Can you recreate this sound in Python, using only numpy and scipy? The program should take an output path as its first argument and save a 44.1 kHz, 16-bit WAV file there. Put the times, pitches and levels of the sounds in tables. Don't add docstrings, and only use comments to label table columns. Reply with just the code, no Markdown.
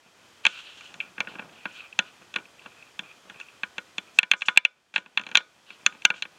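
import sys
import numpy as np
from scipy import signal
from scipy.fft import rfft, irfft
from scipy.io import wavfile

SR = 44100
rng = np.random.default_rng(int(sys.argv[2]) if len(sys.argv) > 2 else 0)


def file_out(sig):
    cols = np.atleast_2d(sig).T
    lim = np.clip(cols, -1, 1)
    pcm = np.round(lim * 32767).astype(np.int16)
    wavfile.write(sys.argv[1], SR, pcm)


N = 281358
LEAD_S = .015


def from_db(db):
    return 10 ** (np.asarray(db) / 20)


def coloured(x, spectrum):
    hz, db = np.transpose(spectrum)
    bins = np.maximum(np.fft.rfftfreq(len(x), 1 / SR), 1)
    gains = from_db(np.interp(np.log(bins), np.log(hz), db))
    shaped = irfft(rfft(x) * gains, len(x))
    return shaped / np.sqrt(np.mean(shaped ** 2) + 1e-20)


def resonance(x, hz, q, db):
    w = 2 * np.pi * hz / SR
    width, gain = np.sin(w) / (2 * q), np.sqrt(from_db(db))
    return signal.lfilter([1 + width * gain, -2 * np.cos(w), 1 - width * gain],
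                          [1 + width / gain, -2 * np.cos(w), 1 - width / gain], x)


def drift(per_s):
    return np.interp(np.arange(N) / SR * per_s, np.arange(2048), rng.standard_normal(2048))


def grains(per_s, spread_db):
    sizes = from_db(spread_db * np.minimum(rng.exponential(1, N), 4))
    signs = rng.choice([-1, 1], N)
    return sizes * signs * (rng.random(N) < per_s / SR)


def strokes(rows, rest_db, attack_s=.006, easing_db=3.5, release_s=.025):
    power = np.full(N, from_db(rest_db) ** 2)
    for s, length, db in rows:
        start = int(s * SR)
        t = np.arange(min(SR, N - start)) / SR
        rise = np.minimum(t / attack_s, 1)
        hold = from_db(db - easing_db * np.minimum(t / length, 1))
        fade = np.exp(-np.maximum(t - length, 0) / release_s)
        power[start:start + len(t)] += (rise * hold * fade) ** 2
    return np.sqrt(power)


def click_pulses(count, before_db=-51, before_s=.0031, after_gain=.062, after_s=.0025):
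    t = (np.arange(2048) - int(LEAD_S * SR)) / SR
    before = from_db(before_db) * np.exp(-np.abs(t) / before_s)
    after = after_gain * np.exp(-np.abs(t) / after_s)
    crackle = np.where(t < 0, before, after) * rng.standard_normal((count, len(t)))
    return (t == 0) + crackle


def add(track, s, pulse):
    part = track[int(s * SR):][:len(pulse)]
    part += pulse[:len(part)]


# pitch in Hz, relative level in dB.
HUSH_TONE = [(15, -37), (25, -17), (99, -1), (161, -8), (361, -0.5), (729, -0.5), (2030, -2), (2590, -9.5),
             (2810, -7.5), (3130, -0.5), (3780, -7), (4690, -7.5), (6840, -9.5), (13400, -24), (15800, -30)]

def grove_hush(level_db=-57.5):
    return from_db(level_db) * coloured(rng.standard_normal(N), HUSH_TONE)


# start in seconds, length in seconds, level in dB.
SCRAPES = [(0.435, 0.31, -44.5), (0.54, 0.064, -43), (0.77, .13, -51), (1.28, .07, -51), (1.52, 0.26, -53),
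           (1.73, 0.084, -49.5), (2.03, 0.05, -53), (2.61, 0.042, -53.5), (3.28, 0.046, -60),
           (4.45, .04, -39.5), (4.94, 0.024, -32), (5.19, 0.12, -57), (5.66, 0.072, -50.5),
           (5.88, 0.073, -57.5), (6.14, 0.035, -42)]
# pitch in Hz, relative level in dB.
SCRAPE_TONE = [(700, -20.5), (1500, -4), (2100, -10.5), (2700, 5.5), (3100, 2.5), (3600, -3.5), (4300, -7),
               (5200, -20.5), (9000, -33), (14000, -57)]

def litter_scrapes():
    return strokes(SCRAPES, rest_db=-70.5) * coloured(grains(per_s=8000, spread_db=.5), SCRAPE_TONE)


# start in seconds, length in seconds, level in dB.
BRUSHES = [(0.45, 0.18, -56), (0.69, 0.35, -65), (1.72, 0.036, -59), (3.4, 0.038, -63), (4.14, 0.031, -60),
           (4.36, 0.067, -49), (4.455, 0.014, -37), (4.94, 0.035, -46), (5.18, 0.24, -70),
           (6.14, 0.048, -55)]
# pitch in Hz, relative level in dB.
LEAF_TONE = [(2000, -17.5), (4500, -6.5), (5300, 1.5), (6900, 4.5), (7900, -2.5), (9500, -15.5),
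             (11500, -24.5), (16000, -50.5)]

def leaf_hiss():
    return strokes(BRUSHES, rest_db=-80) * coloured(grains(per_s=11000, spread_db=1), LEAF_TONE)


# time in seconds, strength in dB, the click's
# pitch in Hz, boost of the low thud in dB, boost of the high sizzle in dB (below zero is a cut).
CLICKS = [(0.452, -4, 950, -2, 1), (0.4655, -4, 3440, 4.5, 6.5), (0.8087, -32, 1400, 1, 6),
          (0.941, -32.5, 1450, 16, 11), (1.1803, -27, 1600, 24.5, -17), (1.2041, -12.5, 2650, 15, 3),
          (1.272, -23, 1480, 20.5, -27), (1.354, -33.5, 1500, 34, -23), (1.3854, -29.5, 1500, 17, -21),
          (1.3935, -21, 1500, 22, -26), (1.4211, -40, 1400, 36, -19), (1.655, -16.5, 1500, 20.5, -16),
          (1.9899, -9.5, 3700, 16.5, 10), (2.3401, -28.5, 3500, 15, 9), (2.3577, -25, 2210, 22.5, -24),
          (2.3606, -11, 3440, 14.5, -3.5), (2.385, -37, 1000, 32, 0), (2.66, -33.5, 1320, 30, -6),
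          (2.9919, -20, 3530, 18.5, 5.5), (3.298, -32.5, 1600, 20, 5), (3.4, -28.5, 1400, 6, 7.5),
          (3.6334, -12, 1690, 8, -10.5), (3.7815, -19, 1500, 14.5, 2.5), (3.9816, -21, 3550, 23, 11),
          (4.1876, 0.5, 2700, -3.5, 1.5), (4.2306, -7, 1830, 7, -2.5), (4.3143, 5.5, 3100, -3.5, -1),
          (4.3353, -1.5, 1500, 5.5, -14.5), (4.409, -24, 3500, 4, 5), (4.4193, -3.5, 3400, -6, -9),
          (4.484, 7, 3650, 0, -14.5), (4.561, -22, 3500, 10.5, -7), (4.5739, 8, 2680, -4, 0.5),
          (4.65, 7, 2600, -6, 1), (4.9398, -19, 1450, 14, 2), (4.9603, 4.5, 3700, 1, -8.5),
          (4.9793, -13.5, 3600, 21.5, 0), (5.0604, -32.5, 1015, 29, -1), (5.174, 0.5, 3650, -1, -8.5),
          (5.1948, -18, 1600, 19, -2), (5.2134, -30.5, 1400, 19, 11), (5.236, -28, 3600, 1, 3),
          (5.266, -26, 3700, 24.5, 7), (5.289, -35, 1400, 26, 14), (5.3144, -24.5, 1416, 18, 3),
          (5.3487, -22, 2500, 27.5, 6), (5.3533, 8, 3470, -12, -5), (5.3719, 2.5, 4000, 4.5, 9.5),
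          (5.4043, -23, 1500, 24, -19), (5.704, -30, 3600, 10, -3), (5.863, -2, 1250, -2, 12),
          (5.9488, -37.5, 990, 27, -12.5), (6.02, -32, 3300, 9, 4.5), (6.051, -0.5, 3200, 9.5, 9),
          (6.0524, -2, 1550, 0.5, 14), (6.1026, -4, 1450, 9.5, -6.5), (6.14, -23.5, 1600, 20.5, -20),
          (6.2227, -10, 3700, -6, 3.5), (6.2525, -25, 1550, 19.5, -16)]

def housing_clicks():
    force = np.zeros(N)
    for (s, db, click_hz, thud_db, sizzle_db), pulse in zip(CLICKS, click_pulses(len(CLICKS))):
        pulse = resonance(pulse, hz=click_hz, q=4.1, db=5)
        pulse = resonance(pulse, hz=270, q=.4, db=thud_db)
        pulse = resonance(pulse, hz=6700, q=1, db=sizzle_db)
        add(force, s - LEAD_S, from_db(db) * pulse)
    return force


def contact(force, low_hz=110, high_hz=11500, gain_db=.5):
    band = signal.butter(2, [low_hz, high_hz], "band", fs=SR, output="sos")
    return from_db(gain_db) * signal.sosfilt(band, force + 1e-18)


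# pitch in Hz, level in dB, seconds to fade by 60 dB.
HOUSING_NOTES = [(192.6, -36.5, 0.047), (307, -37.5, 0.025), (499, -41.5, 0.096), (587, -36, 0.049),
                 (890, -23, 0.024), (1000, -38, 0.15), (1105, -24.5, 0.032), (1397, -31.5, 0.081),
                 (1450, -25, 0.081), (1615, -15.5, 0.029), (1762, -28, 0.062), (1843, -21, 0.037),
                 (2150, -22.5, 0.05), (2339, -12, 0.034), (2577, -4, 0.016), (2783, -10, 0.021),
                 (2930, -23.5, 0.05), (3168, -17, 0.031), (3430, -13.5, 0.02), (3875, -15.5, 0.0084),
                 (4050, -28.5, 0.044), (4270, -18.5, 0.0081), (5710, -30.5, 0.019), (6307, -23.5, 0.013),
                 (7090, -25.5, 0.01), (8830, -31.5, 0.0077), (1239, -44, 0.23), (1486, -42.5, 0.28),
                 (3326, -47.5, 0.15), (3500, -44, 0.17)]

def housing_ring(force):
    sound = np.zeros(len(force))
    for k, (hz, db, fade_s) in enumerate(HOUSING_NOTES):
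        decay = np.exp(-np.log(1000) / (fade_s * SR))
        w = 2 * np.pi * hz / SR
        note = signal.lfilter([0, np.sin(w)], [1, -2 * decay * np.cos(w), decay ** 2], force + 1e-18)
        sound += (-1) ** k * from_db(db) * note
    return sound


# pitch in Hz, relative level in dB.
AFTER_RING_TONE = [(150, -19), (500, -1.5), (1100, -15), (1500, 4), (1950, -13), (2300, 2.5), (3000, -20),
                   (3600, -6.5), (4200, -17), (7000, -25.5), (11000, -40), (16000, -57.5)]

def after_ring(force, gain_db=-43, fade_s=.24):
    t = np.arange(16384) / SR
    fade = np.exp(-np.log(1000) * t / fade_s)
    tail = fade * coloured(rng.standard_normal(len(t)), AFTER_RING_TONE)
    return from_db(gain_db) * signal.fftconvolve(force, tail)[:N]


# start in seconds, length in seconds, level in dB.
RATTLES = [(0.52, 0.072, -45), (1.0, 0.049, -43.5), (1.16, 0.26, -58), (1.56, 0.21, -50.5),
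           (1.73, .14, -51), (2.04, 0.054, -56), (2.58, 0.32, -59), (3.03, 0.085, -52.5),
           (3.33, .17, -53.5), (4.07, .04, -59)]
# pitch in Hz, relative level in dB.
RATTLE_TONE = [(600, -41.5), (1200, -7.5), (1500, -6), (2050, -23.5), (2400, 3.5), (2600, 2), (2850, -11.5),
               (3400, -14), (4500, -38.5)]

def loose_rattles():
    return strokes(RATTLES, rest_db=-66.5) * coloured(grains(per_s=1800, spread_db=.5), RATTLE_TONE)


# start in seconds, length in seconds, level in dB.
SHUFFLES = [(0.88, 0.69, -59.5), (1.19, 0.15, -49), (1.33, 0.27, -52), (1.65, 0.087, -56),
            (2.0, 0.069, -59), (2.21, 0.021, -54.5), (2.37, 0.027, -47), (2.61, 0.077, -58.5),
            (3.0, 0.036, -54.5), (3.25, 0.11, -53.5), (4.95, 0.14, -58.5), (5.19, 0.15, -49.5),
            (5.87, 0.08, -55), (6.08, 0.2, -56.5)]
# pitch in Hz, relative level in dB.
SHUFFLE_TONE = [(40, -24.5), (90, -13.5), (140, 0), (200, 0.5), (400, -3.5), (800, -4), (1500, -7),
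                (2500, -42)]

def sole_shuffles():
    return strokes(SHUFFLES, rest_db=-66.5) * coloured(grains(per_s=1400, spread_db=4), SHUFFLE_TONE)


def litter_crumbs(boost_db=14.5, dull_hz=900):
    breaks = from_db(boost_db) * strokes(SHUFFLES, rest_db=-75) * grains(per_s=82, spread_db=5)
    return signal.sosfilt(signal.butter(1, dull_hz, fs=SR, output="sos"), breaks + 1e-18)


# time in seconds, strength in dB.
TICKS = [(1.002, -7.5), (1.008, -20.5), (1.1805, -33), (1.3934, -20), (1.804, -23), (1.926, -26.5),
         (2.4536, -34), (2.5932, -30), (2.66, -34), (2.8243, -31.5), (3.1123, -32), (3.4107, -23),
         (3.4848, -30)]

def light_ticks(ping_hz=2600, width_hz=310):
    force = np.zeros(N)
    for (s, db), pulse in zip(TICKS, click_pulses(len(TICKS))):
        add(force, s - LEAD_S, from_db(db) * pulse)
    edges_hz = [ping_hz - width_hz / 2, ping_hz + width_hz / 2]
    return signal.sosfilt(signal.butter(1, edges_hz, "band", fs=SR, output="sos"), force + 1e-18)


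def scene():
    hush = grove_hush()
    knocks = contact(housing_clicks() + light_ticks() + litter_crumbs())
    ringing = housing_ring(knocks) + after_ring(knocks)
    movement = loose_rattles() + litter_scrapes() + sole_shuffles() + leaf_hiss()
    uneven_pressure = from_db(2.7 * drift(per_s=27))
    return (hush + ringing + uneven_pressure * movement)[None]


def automatic_gain(x, threshold_db=-3.5, start_dip_db=5, react_s=.004, recovery_db_per_s=18):
    over_db = np.maximum(20 * np.log10(np.abs(x) + 1e-9) - threshold_db, 0)
    climb_db = recovery_db_per_s * np.arange(N) / SR
    dip_db = np.maximum.accumulate(np.maximum(over_db + climb_db, start_dip_db), axis=-1) - climb_db
    lag = np.exp(-1 / (react_s * SR))
    smooth_dip_db = signal.lfilter([1 - lag], [1, -lag], dip_db)
    return x * from_db(-smooth_dip_db)


def record(dry):
    rumble_hz, top_hz = 45, 15900
    clipped = np.clip(automatic_gain(dry), -1, 1)
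    thinned = signal.sosfilt(signal.butter(1, rumble_hz, "high", fs=SR, output="sos"), clipped)
    return signal.sosfilt(signal.ellip(10, .1, 70, top_hz, fs=SR, output="sos"), thinned)


dry = scene()
out = record(dry)
file_out(out)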